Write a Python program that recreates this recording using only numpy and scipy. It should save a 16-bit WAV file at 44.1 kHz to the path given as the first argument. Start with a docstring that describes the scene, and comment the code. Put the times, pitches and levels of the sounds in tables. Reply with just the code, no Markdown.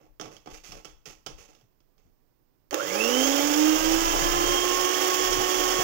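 """Hand mixer whipping cream

In a small kitchen, idle beaters are stirred through cocoa and powdered sugar and knock on a plastic
bowl. The switch clicks and the electric motor whines up to speed: its gears rattle, the beaters hiss
through the cream and fling it at the wall, and the bowl bumps on the counter. The left microphone
opening is muffled, and only that side picks up the deep shaking of the counter."""
import sys
import numpy as np
from scipy import signal
from scipy.fft import rfft, irfft, next_fast_len
from scipy.io import wavfile

SR = 44100
rng = np.random.default_rng(int(sys.argv[2]) if len(sys.argv) > 2 else 0)


def generate_wav(signal):
    """Clip the signal to [-1, 1] and save it as 16-bit WAV at the path in sys.argv[1]."""
    frames = np.transpose(np.atleast_2d(signal))
    scaled = np.clip(frames, -1, 1) * 32767
    pcm = np.round(scaled).astype(np.int16)
    wavfile.write(sys.argv[1], SR, pcm)


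N = 257103
TIME = np.arange(N) / SR
FFT_SIZE = next_fast_len(N + SR, real=True)
FREQS = np.maximum(np.arange(FFT_SIZE // 2 + 1) * SR / FFT_SIZE, 1)

# Levels in the tables are relative: each sound is scaled again when it is mixed.
# tones of the rotor, the motor's spinning part (multiple of its speed, level [dB])
ROTOR_TONES = [(2, -12.5), (3, 0.3), (4, -10), (5, -5.5), (6, -9.5), (8, -5), (9, -2), (22, -24), (27, -2)]
POLE_TONES = [(2, 0.5), (4, -14), (5, -13.5), (6, -12.5)]   # buzz of the two magnetic poles
BRUSH_TONES = [(24, 0), (48, -1), (72, -3)]   # brushes sliding over 24 contact bars
# hum of the unbalanced rotor (speed [turns/s], level [dB])
UNBALANCE_HUM = [(100, -71), (150, -54), (200, -37), (268, -22), (367, -25)]
# tone colours: how strong each pitch is (frequency [Hz], level [dB])
SHELL_COLOUR = [(100, -17.5), (140, -20.5), (220, -15.5), (310, 1), (520, -2), (720, -5.5), (1000, -0.8),
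                (2300, -5), (3200, -1), (4000, -13), (5400, -2.5), (6800, -1.5), (8000, -15.5),
                (11000, -19.5), (15000, -10.5), (15600, -8.5)]   # the mixer's outer case
FRAME_COLOUR = [(700, -40), (1800, -47), (3300, -45), (4200, -58), (5500, -37), (6800, -39), (7500, -48),
                (8000, -52), (9000, -48), (9600, -42), (13000, -42), (15000, -44)]   # the motor's frame
BOWL_COLOUR = [(35, -36), (60, -9), (149, 1), (238, -5), (437, -6), (882, -8.5), (1010, -11), (1310, -8.5),
               (2050, -20), (3270, -5), (3940, -16.5), (6000, -4.5), (7940, -21), (14900, -36),
               (16000, -13)]   # the knocked bowl
POWDER_COLOUR = [(35, -17), (60, -24), (81, -1.5), (408, 6.5), (1010, -5.5), (1510, -9), (1660, -12),
                 (2580, -5.5), (4030, -14.5), (6430, -4), (8710, -23), (14900, -20.5), (16000, -23)]   # stirred powder
BUMP_COLOUR = [(50, -26), (95, 0.5), (130, -2), (190, -2.5), (280, -14), (600, -35), (2000, -70)]   # bowl on counter
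SLOP_COLOUR = [(150, -25), (350, -4), (520, -0.5), (900, -8), (2000, -17), (8000, -40)]   # flung cream
ROOM_COLOUR = [(12, -28), (20, 2.5), (58, -18), (127, -19), (177, -22.5), (301, -18.5), (849, -31.5),
               (3840, -42.5), (5230, -39.5), (7730, -46), (12400, -49), (14700, -29), (16000, -40)]   # the still kitchen
MUFFLED_COLOUR = [(60, -17.5), (130, 5), (200, -4.5), (300, -10), (550, -13), (750, -3), (1100, 1),
                  (1400, -13.5), (2400, -18.5), (3000, -15.5), (4000, -22.5), (4600, -30), (6500, -48.5),
                  (15000, -38)]   # the left side compared with the right
GROWL_COLOUR = [(200, -22), (400, -10.5), (470, -5), (580, 3.0), (700, -22), (1500, -28)]
RUMBLE_COLOUR = [(12, -28), (28, 3.0), (40, -11), (50, -11), (63, -20), (90, -16), (200, -63),
                 (1000, -106)]
# resonances: narrow bands that a part boosts or weakens (frequency [Hz], width [Hz], boost [dB])
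SHELL_RESONANCES = [(304.3, 21.6, 9.5), (484, 130, 6), (563.8, 13.3, 11.5), (820, 80, 4.5), (901, 30, 5),
                    (1292, 36, 2), (1836, 85, 1.5), (3050, 60, -3), (3200, 47, 5), (5320, 80, 3.5)]
FRAME_RESONANCES = [(1400, 280, 19), (2200, 220, 11), (2670, 320, 16.8), (3100, 420, 17.6), (4700, 200, 12),
                    (5610, 260, 13), (6440, 240, 14.3)]
HUM_RESONANCES = [(307.4, 19, 9.5), (318.2, 3.9, -5), (327, 10, 4.5), (337.5, 7.7, -7.5)]
BOWL_RESONANCES = [(312, 18, 11.2), (447, 100, 6.3), (568, 21, 8.4), (866, 23, 7.3), (1350, 160, 2.7),
                   (1900, 100, 4.6), (2615, 57, 5.3), (3290, 54, 5.5), (4560, 110, 5.2), (5320, 150, 6.1)]
# ringing of the wire beaters and their mount (frequency [Hz], level [dB], time to fade 60 dB [s])
BEATER_NOTES = [(322, 1, 0.35), (530, -6, 0.48), (2230, 6, 0.13), (2670, -8, 0.7), (2950, -12, 0.43),
                (3400, -2, 0.25), (4560, -25, 0.26), (5050, -46, 0.17), (5200, -4, 0.3), (6153, -30, 0.56)]
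# sharp hits (time [s], level [dB], treble over bass [dB])
SWITCH_CLACKS = [(2.709, -22, 7.5), (2.729, -19, -19), (2.743, -9.5, 4), (2.754, -18.5, -15)]   # the switch, then the loose gears catching
BOWL_KNOCKS = [(0.198, -28, -10), (0.212, -30, 7.5), (0.219, -38, -18), (0.257, -34, -12), (0.366, -43, 7),
               (0.46, -39, -10), (0.473, -37, -21), (0.55, -43, 9), (0.636, -59, 0), (0.72, -34.5, 2),
               (0.847, -37, 7), (0.852, -32.5, 2), (1.057, -40.5, 18), (1.263, -28.5, 10),
               (1.269, -26.5, -2), (1.55, -49, 3), (1.611, -54.5, 0), (1.804, -60, 2), (1.98, -62, 8),
               (3.43, -28, -7)]   # beaters against the bowl
# strokes through the powder (time [s], length [s], crunch [dB], rubbing [dB], counter thump [dB])
POWDER_STROKES = [(0.0, .055, -68, -54.5, -63), (0.197, .08, -50.5, -40, -63), (0.31, .06, -53.5, -54, -64),
                  (0.457, 0.044, -57, -48.5, -58), (0.497, .03, -51, -53, -63), (0.533, .03, -47, -57, -70),
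                  (0.634, 0.075, -43.3, -58, -57), (0.714, 0.081, -50, -46.5, -72),
                  (0.845, .05, -53.5, -53, -58), (1.054, 0.05, -43, -48, -60),
                  (1.259, .06, -55, -47.5, -53), (1.376, .07, -50, -58.5, -75),
                  (1.477, 0.13, -61.5, -59.5, -80), (1.98, .09, -73, -68.5, -72)]
# soft hits (time [s], level [dB])
BOWL_BUMPS = [(0.2, -55), (0.245, -54), (0.675, -55), (0.715, -53), (1.058, -53.5), (1.255, -56),
              (1.615, -65), (2.045, -58.5), (4.2, -40), (4.33, -42), (5.31, -47), (5.37, -38), (5.77, -44)]
CREAM_SLOPS = [(3.36, -27.5), (4.12, -26.5), (4.32, -27), (5.38, -28), (5.78, -30)]
# shaking of the counter under the whirling beaters (time [s], level [dB])
COUNTER_SHAKE = [(2.8, -91), (2.89, -66), (3.33, -52), (3.41, -66), (3.46, -55), (3.73, -53), (3.81, -41),
                 (4.41, -35.5), (5.1, -64), (5.32, -40), (5.5, -54), (5.61, -43.5), (5.83, -50)]

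SWITCH_ON_S, MAINS_HZ, CUTOFF_HZ = 2.71, 50, 15700
GEAR_RATIO, ROTOR_SLOTS = 11.7, 12
# rotor speeds are in Hz, meaning turns per second
KICK_HZ, RACE_HZ, RACE_S = 20.3, 208.5, .177
CREEP_HZ, CREEP_S, CREEP_EASE = 138.3, 2.39, 1.706
# rattle, hiss and whistle grow with speed until they reach full strength
RATTLE_DB_PER_HZ, HISS_DB_PER_HZ, FULL_NOISE_HZ = .048, .075, 260
WHISTLE_DB_PER_HZ, FULL_WHISTLE_HZ = .2, 212
STROKE_RISE_S, STROKE_SAG_DB_PER_S, STROKE_FADE_DB_PER_S = 0.0074, 60, 192
ECHO_FADE_S = 0.51   # time to fade by 60 dB


def mixer():
    """Motor, gears and whisking sound through the shell; also returns the counter's shaking."""
    speed, age = rotor_speed(), since(SWITCH_ON_S)
    on = np.minimum(age / 0.016, 1)
    turns = np.cumsum(speed * (1 + .002 * drift(25))) / SR
    too_slow = np.maximum(FULL_NOISE_HZ - speed, 0)
    throb = np.cos(4 * np.pi * MAINS_HZ * TIME)   # the motor pulls twice per mains cycle
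    strain = swell(SWITCH_ON_S, peak_s=0.03)   # the hard pull of starting up
    inside = motor_drone(speed, turns, throb, too_slow)
    outside = motor_whine(speed, turns, throb)
    inside += gears_and_whisking(turns, too_slow, strain) + starting_growl(age, strain, throb)
    clacks = from_db(-6.5) * blows(SWITCH_CLACKS, crack_s=0.0022, ring_s=0.01, ring_db=-22)
    shell = apply_filter(on * inside + clacks, unit_power(colour(SHELL_COLOUR, SHELL_RESONANCES)))
    slap, shake = whirling_beaters(turns / GEAR_RATIO)
    return shell + on * (outside + slap), on * shake


def rotor_speed():
    """Turns per second: the rotor jumps, races up, then creeps to top speed as the cream loosens."""
    age = since(SWITCH_ON_S)
    race = RACE_HZ * (1 - np.exp(-age / RACE_S))
    creep = CREEP_HZ * (1 - np.maximum(1 - age / CREEP_S, 0) ** CREEP_EASE)
    return KICK_HZ + race + creep


def motor_drone(speed, turns, throb, too_slow):
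    """Inside the shell, the magnetic poles buzz and the spinning rotor drones."""
    current_db = -18 * np.clip((speed - 260) / 90, 0, 1)   # a fast motor draws less current
    buzz = from_db(current_db - 35.5) * np.clip(speed / 232, 0, 1) ** 5 * (1 + 0.82 * throb)
    buzz *= tones(POLE_TONES, turns, flutter=0.27, flutter_hz=24.7)
    drone = from_db(-35.6 - RATTLE_DB_PER_HZ * too_slow) * (speed / speed.max()) ** 3
    drone *= tones(ROTOR_TONES, turns, flutter=0.35, flutter_hz=45)
    return buzz + drone


def motor_whine(speed, turns, throb):
    """The unbalanced rotor hums, its slots whine and the brushes whistle; each flares at resonances."""
    def frame_gain(multiple):
        return from_db(level_at(multiple * speed, FRAME_COLOUR, FRAME_RESONANCES))

    hum = from_db(level_at(speed, UNBALANCE_HUM, HUM_RESONANCES)) * np.sin(2 * np.pi * turns)
    hum *= 1 + 0.14 * drift(19)
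    whine = tones([(ROTOR_SLOTS, 0)], turns, flutter=.42, flutter_hz=65)
    whine *= frame_gain(ROTOR_SLOTS) * (1 + .85 * throb)
    whistle = sum(frame_gain(multiple) * tones([(multiple, db)], turns, flutter=0.27, flutter_hz=45)
                  for multiple, db in BRUSH_TONES)
    whistle *= (1 + 0.2 * throb) * from_db(-WHISTLE_DB_PER_HZ * np.maximum(FULL_WHISTLE_HZ - speed, 0))
    return hum + whine + whistle


def gears_and_whisking(turns, too_slow, strain):
    """Loose gears rattle, and grind at the start, while the whisked cream hisses."""
    chatter = 1 + 0.13 * np.cos(2 * np.pi * turns)   # once per rotor turn
    slaps = 1 + 0.031 * np.cos(4 * 2 * np.pi * turns / GEAR_RATIO)   # four per beater turn
    flicker = from_db(0.98 * drift(48) + 0.26 * drift(7))
    rattle = lows(grains(per_s=9000, spread_db=1.5), hz=2470)
    rattle *= from_db(-23.6 - RATTLE_DB_PER_HZ * too_slow) + from_db(-38) * strain
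    hiss = highs(grains(per_s=25000, spread_db=3.0), hz=2430)
    hiss *= from_db(-22.3 - HISS_DB_PER_HZ * too_slow + .5 * drift(71))
    return chatter * slaps * flicker * (rattle + hiss)


def starting_growl(age, strain, throb):
    """The starting surge makes the shell growl, pulsing with the mains."""
    surge = (from_db(-18.5) * np.exp(-age / 0.75) + from_db(-14) * strain) * (1 + 0.42 * throb)
    return surge * apply_filter(rng.standard_normal(N), colour(GROWL_COLOUR))


def whirling_beaters(beater_turns):
    """Returns the low tones of blades slapping cream, and the deep shaking of the counter."""
    shake_db = np.interp(TIME, *np.transpose(COUNTER_SHAKE))
    slap = tones([(4, 2.5), (6, -1.5)], beater_turns, flutter=0.58, flutter_hz=24)
    shake = np.sin(2 * np.pi * beater_turns) + 0.34 * counter_rumble()
    return from_db(shake_db - 17.5) * slap, from_db(shake_db + 8.5) * shake


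def stirring():
    """Idle beaters rub the bowl and crunch through powder; also returns the counter's late thumps."""
    crunch_gain = rub_gain = thump_gain = 0
    for start_s, length_s, crunch_db, rub_db, thump_db in POWDER_STROKES:
        age = since(start_s)
        # a stroke bites at once, weakens while it lasts, then dies away
        drop_db = STROKE_SAG_DB_PER_S * age + STROKE_FADE_DB_PER_S * since(start_s + length_s)
        push = np.minimum(age / STROKE_RISE_S, 1) * from_db(-drop_db)
        crunch_gain += from_db(crunch_db + 6.5) * push
        rub_gain += from_db(rub_db + 1) * push
        thump_gain += from_db(thump_db + 7) * swell(start_s, peak_s=0.073)
    powder = grains(per_s=2500, spread_db=2.7)
    drag = rub_gain * lows(powder, hz=1650) - crunch_gain * highs(powder, hz=1650)
    bowl = apply_filter(drag, unit_power(colour(POWDER_COLOUR, BOWL_RESONANCES)))
    return bowl, thump_gain * counter_rumble()


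def beater_knocks():
    """The beaters hit the bowl: the plastic sounds, and the wire ticks and rings on."""
    knocks = highs(blows(BOWL_KNOCKS, crack_s=0.0028, ring_s=0.037, ring_db=-15.5), hz=210)
    bowl = apply_filter(knocks, unit_power(colour(BOWL_COLOUR, BOWL_RESONANCES)))
    tick = blows(BOWL_KNOCKS, crack_s=0.00067, ring_s=.004, ring_db=-22)
    return from_db(-0.5) * bowl + from_db(-39) * tick + from_db(-26) * wire_ring()


def wire_ring():
    """Each knock sets all the beaters' notes ringing, each with a slightly random strength."""
    out = np.zeros(N)
    starts = [round(knock[0] * SR) for knock in BOWL_KNOCKS]
    scatter_db = rng.normal(0, 1.4, (len(BOWL_KNOCKS), len(BEATER_NOTES)))
    strengths = from_db(np.array(BOWL_KNOCKS)[:, 1:2] + scatter_db)
    for (hz, db, fade_s), strength in zip(BEATER_NOTES, strengths.T):
        clicks = np.zeros(N) + 1e-18
        clicks[starts] = strength * from_db(db)
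        decay, angle = np.exp(-np.log(1000) / (fade_s * SR)), 2 * np.pi * hz / SR
        # turns each click into a fading tone
        out += signal.lfilter([0, np.sin(angle)], [1, -2 * decay * np.cos(angle), decay ** 2], clicks)
    return out


def bumps_and_slops():
    """The jolted bowl bumps dully on the counter, and wet cream slops against its wall."""
    bumps = soft_hits(BOWL_BUMPS, BUMP_COLOUR, rng.standard_normal(N))
    return bumps + soft_hits(CREAM_SLOPS, SLOP_COLOUR, grains(per_s=1500, spread_db=2.5))


def counter_rumble():
    """Deep thudding noise carried by the counter."""
    return unit_power(apply_filter(rng.standard_normal(N), colour(RUMBLE_COLOUR)))


def kitchen_echo(x):
    """Dense early echoes from counter and tiles, then a short tail; weak in the bass."""
    age = TIME[:SR // 2]
    fade = np.exp(-np.log(1000) * age / ECHO_FADE_S) + 1.45 * np.exp(-age / 0.011)
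    tail = rng.standard_normal(len(age)) * fade * (age > .001)
    return signal.fftconvolve(highs(x, hz=630), tail / np.sqrt(np.sum(tail ** 2)))[:N]


def room_noise():
    """The steady hush of the still kitchen, muffled on the left."""
    hush = apply_filter(rng.standard_normal((2, N)), unit_power(colour(ROOM_COLOUR)))
    hush[0] = apply_filter(hush[0], colour(MUFFLED_COLOUR))
    return hush


def tones(rows, turns, flutter, flutter_hz):
    """Tones at multiples of a turning speed, each fluttering in strength and phase."""
    out = np.zeros(N)
    for multiple, db in rows:
        wobble = 1 + flutter * (drift(flutter_hz) + 1j * drift(flutter_hz))
        out += from_db(db) * np.real(wobble * np.exp(2j * np.pi * multiple * turns))
    return out


def blows(rows, crack_s, ring_s, ring_db):
    """Each blow is a short crack of noise with a weaker tail and its own brightness."""
    out = np.zeros(N)
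    age = TIME[:SR // 3]
    fade = np.exp(-age / crack_s) + from_db(ring_db) * np.exp(-age / ring_s)
    for start_s, db, treble_db in rows:
        burst = rng.standard_normal(len(age)) * fade
        tilt = from_db(treble_db / 2)
        blow = lows(burst, hz=1380) / tilt - highs(burst, hz=1380) * tilt
        start = round(start_s * SR)
        out[start:start + len(age)] += from_db(db) * blow
    return out


def soft_hits(rows, points, noise):
    """Each soft hit is a short swell of coloured noise."""
    swells = sum(from_db(db) * swell(start_s, peak_s=0.024) for start_s, db in rows)
    return swells * unit_power(apply_filter(noise, colour(points)))


def grains(per_s, spread_db):
    """Random clicks of uneven size."""
    sizes = from_db(spread_db * np.minimum(rng.exponential(1, N), 4)) * rng.choice([-1, 1], N)
    return unit_power(sizes * (rng.random(N) < per_s / SR))


def drift(rate_hz):
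    """A smooth random wander of about 1 either way, mostly slower than the given rate."""
    count = N // 32 + 2
    hz = np.arange(count // 2 + 1) * SR / N
    slow = irfft(rfft(rng.standard_normal(count)) / (1 + (hz / rate_hz) ** 2), count)
    return np.interp(TIME, np.linspace(0, N / SR, count), unit_power(slow))


def swell(start_s, peak_s):
    """Rises to 1 in peak_s seconds, then dies away."""
    age = since(start_s) / peak_s
    return (age * np.exp(1 - age)) ** 3


def since(start_s):
    """Seconds since a moment, zero before it."""
    return np.maximum(TIME - start_s, 0)


def level_at(hz, points, resonances=()):
    """Level in dB at the given frequencies: a broad curve with resonances on top."""
    point_hz, point_db = np.transpose(points)
    peaks = sum(db / (1 + (2 * (hz - centre) / width) ** 2) for centre, width, db in resonances)
    return np.interp(np.log(hz), np.log(point_hz), point_db) + peaks


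def colour(points, resonances=()):
    """Turns a tone colour into a gain for every frequency."""
    return from_db(level_at(FREQS, points, resonances))


def apply_filter(x, gain):
    """Scales each frequency by its gain; ringing comes only after a hit (minimum phase)."""
    cepstrum = irfft(np.log(gain + 1e-7), FFT_SIZE)
    cepstrum[1:FFT_SIZE // 2] *= 2
    cepstrum[FFT_SIZE // 2 + 1:] = 0
    return irfft(rfft(x, FFT_SIZE) * np.exp(rfft(cepstrum)), FFT_SIZE)[..., :N]


def lows(x, hz):
    """The part below a frequency."""
    return signal.sosfilt(signal.butter(2, hz, "low", fs=SR, output="sos"), x)


def highs(x, hz):
    """The part above a frequency."""
    return signal.sosfilt(signal.butter(2, hz, "high", fs=SR, output="sos"), x)


def from_db(db):
    """Decibels to gain."""
    return 10 ** (np.asarray(db) / 20)


def unit_power(x):
    """Scales to an average power of 1."""
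    return x / np.sqrt(np.mean(x ** 2) + 1e-20)


def scene():
    """The left side hears it all later, duller and with more echo; only it feels the counter shake."""
    motor, shake = mixer()
    powder, thumps = stirring()
    air = motor + powder + beater_knocks() + bumps_and_slops()
    right = air + from_db(-9) * kitchen_echo(air)
    delayed = np.interp(TIME - .00018, TIME, air)
    # only the lows bend straight round to the left opening
    left = from_db(-1.5) * lows(delayed, hz=1600) + from_db(-4) * kitchen_echo(air)
    left = apply_filter(left, colour(MUFFLED_COLOUR))
    return np.array([left + shake + thumps, right]) + from_db(-63.5) * room_noise()


def record(dry):
    """Cuts off the highest treble steeply."""
    return signal.sosfilt(signal.ellip(10, .1, 80, CUTOFF_HZ, fs=SR, output="sos"), dry)


dry = scene()
out = record(dry)
generate_wav(out)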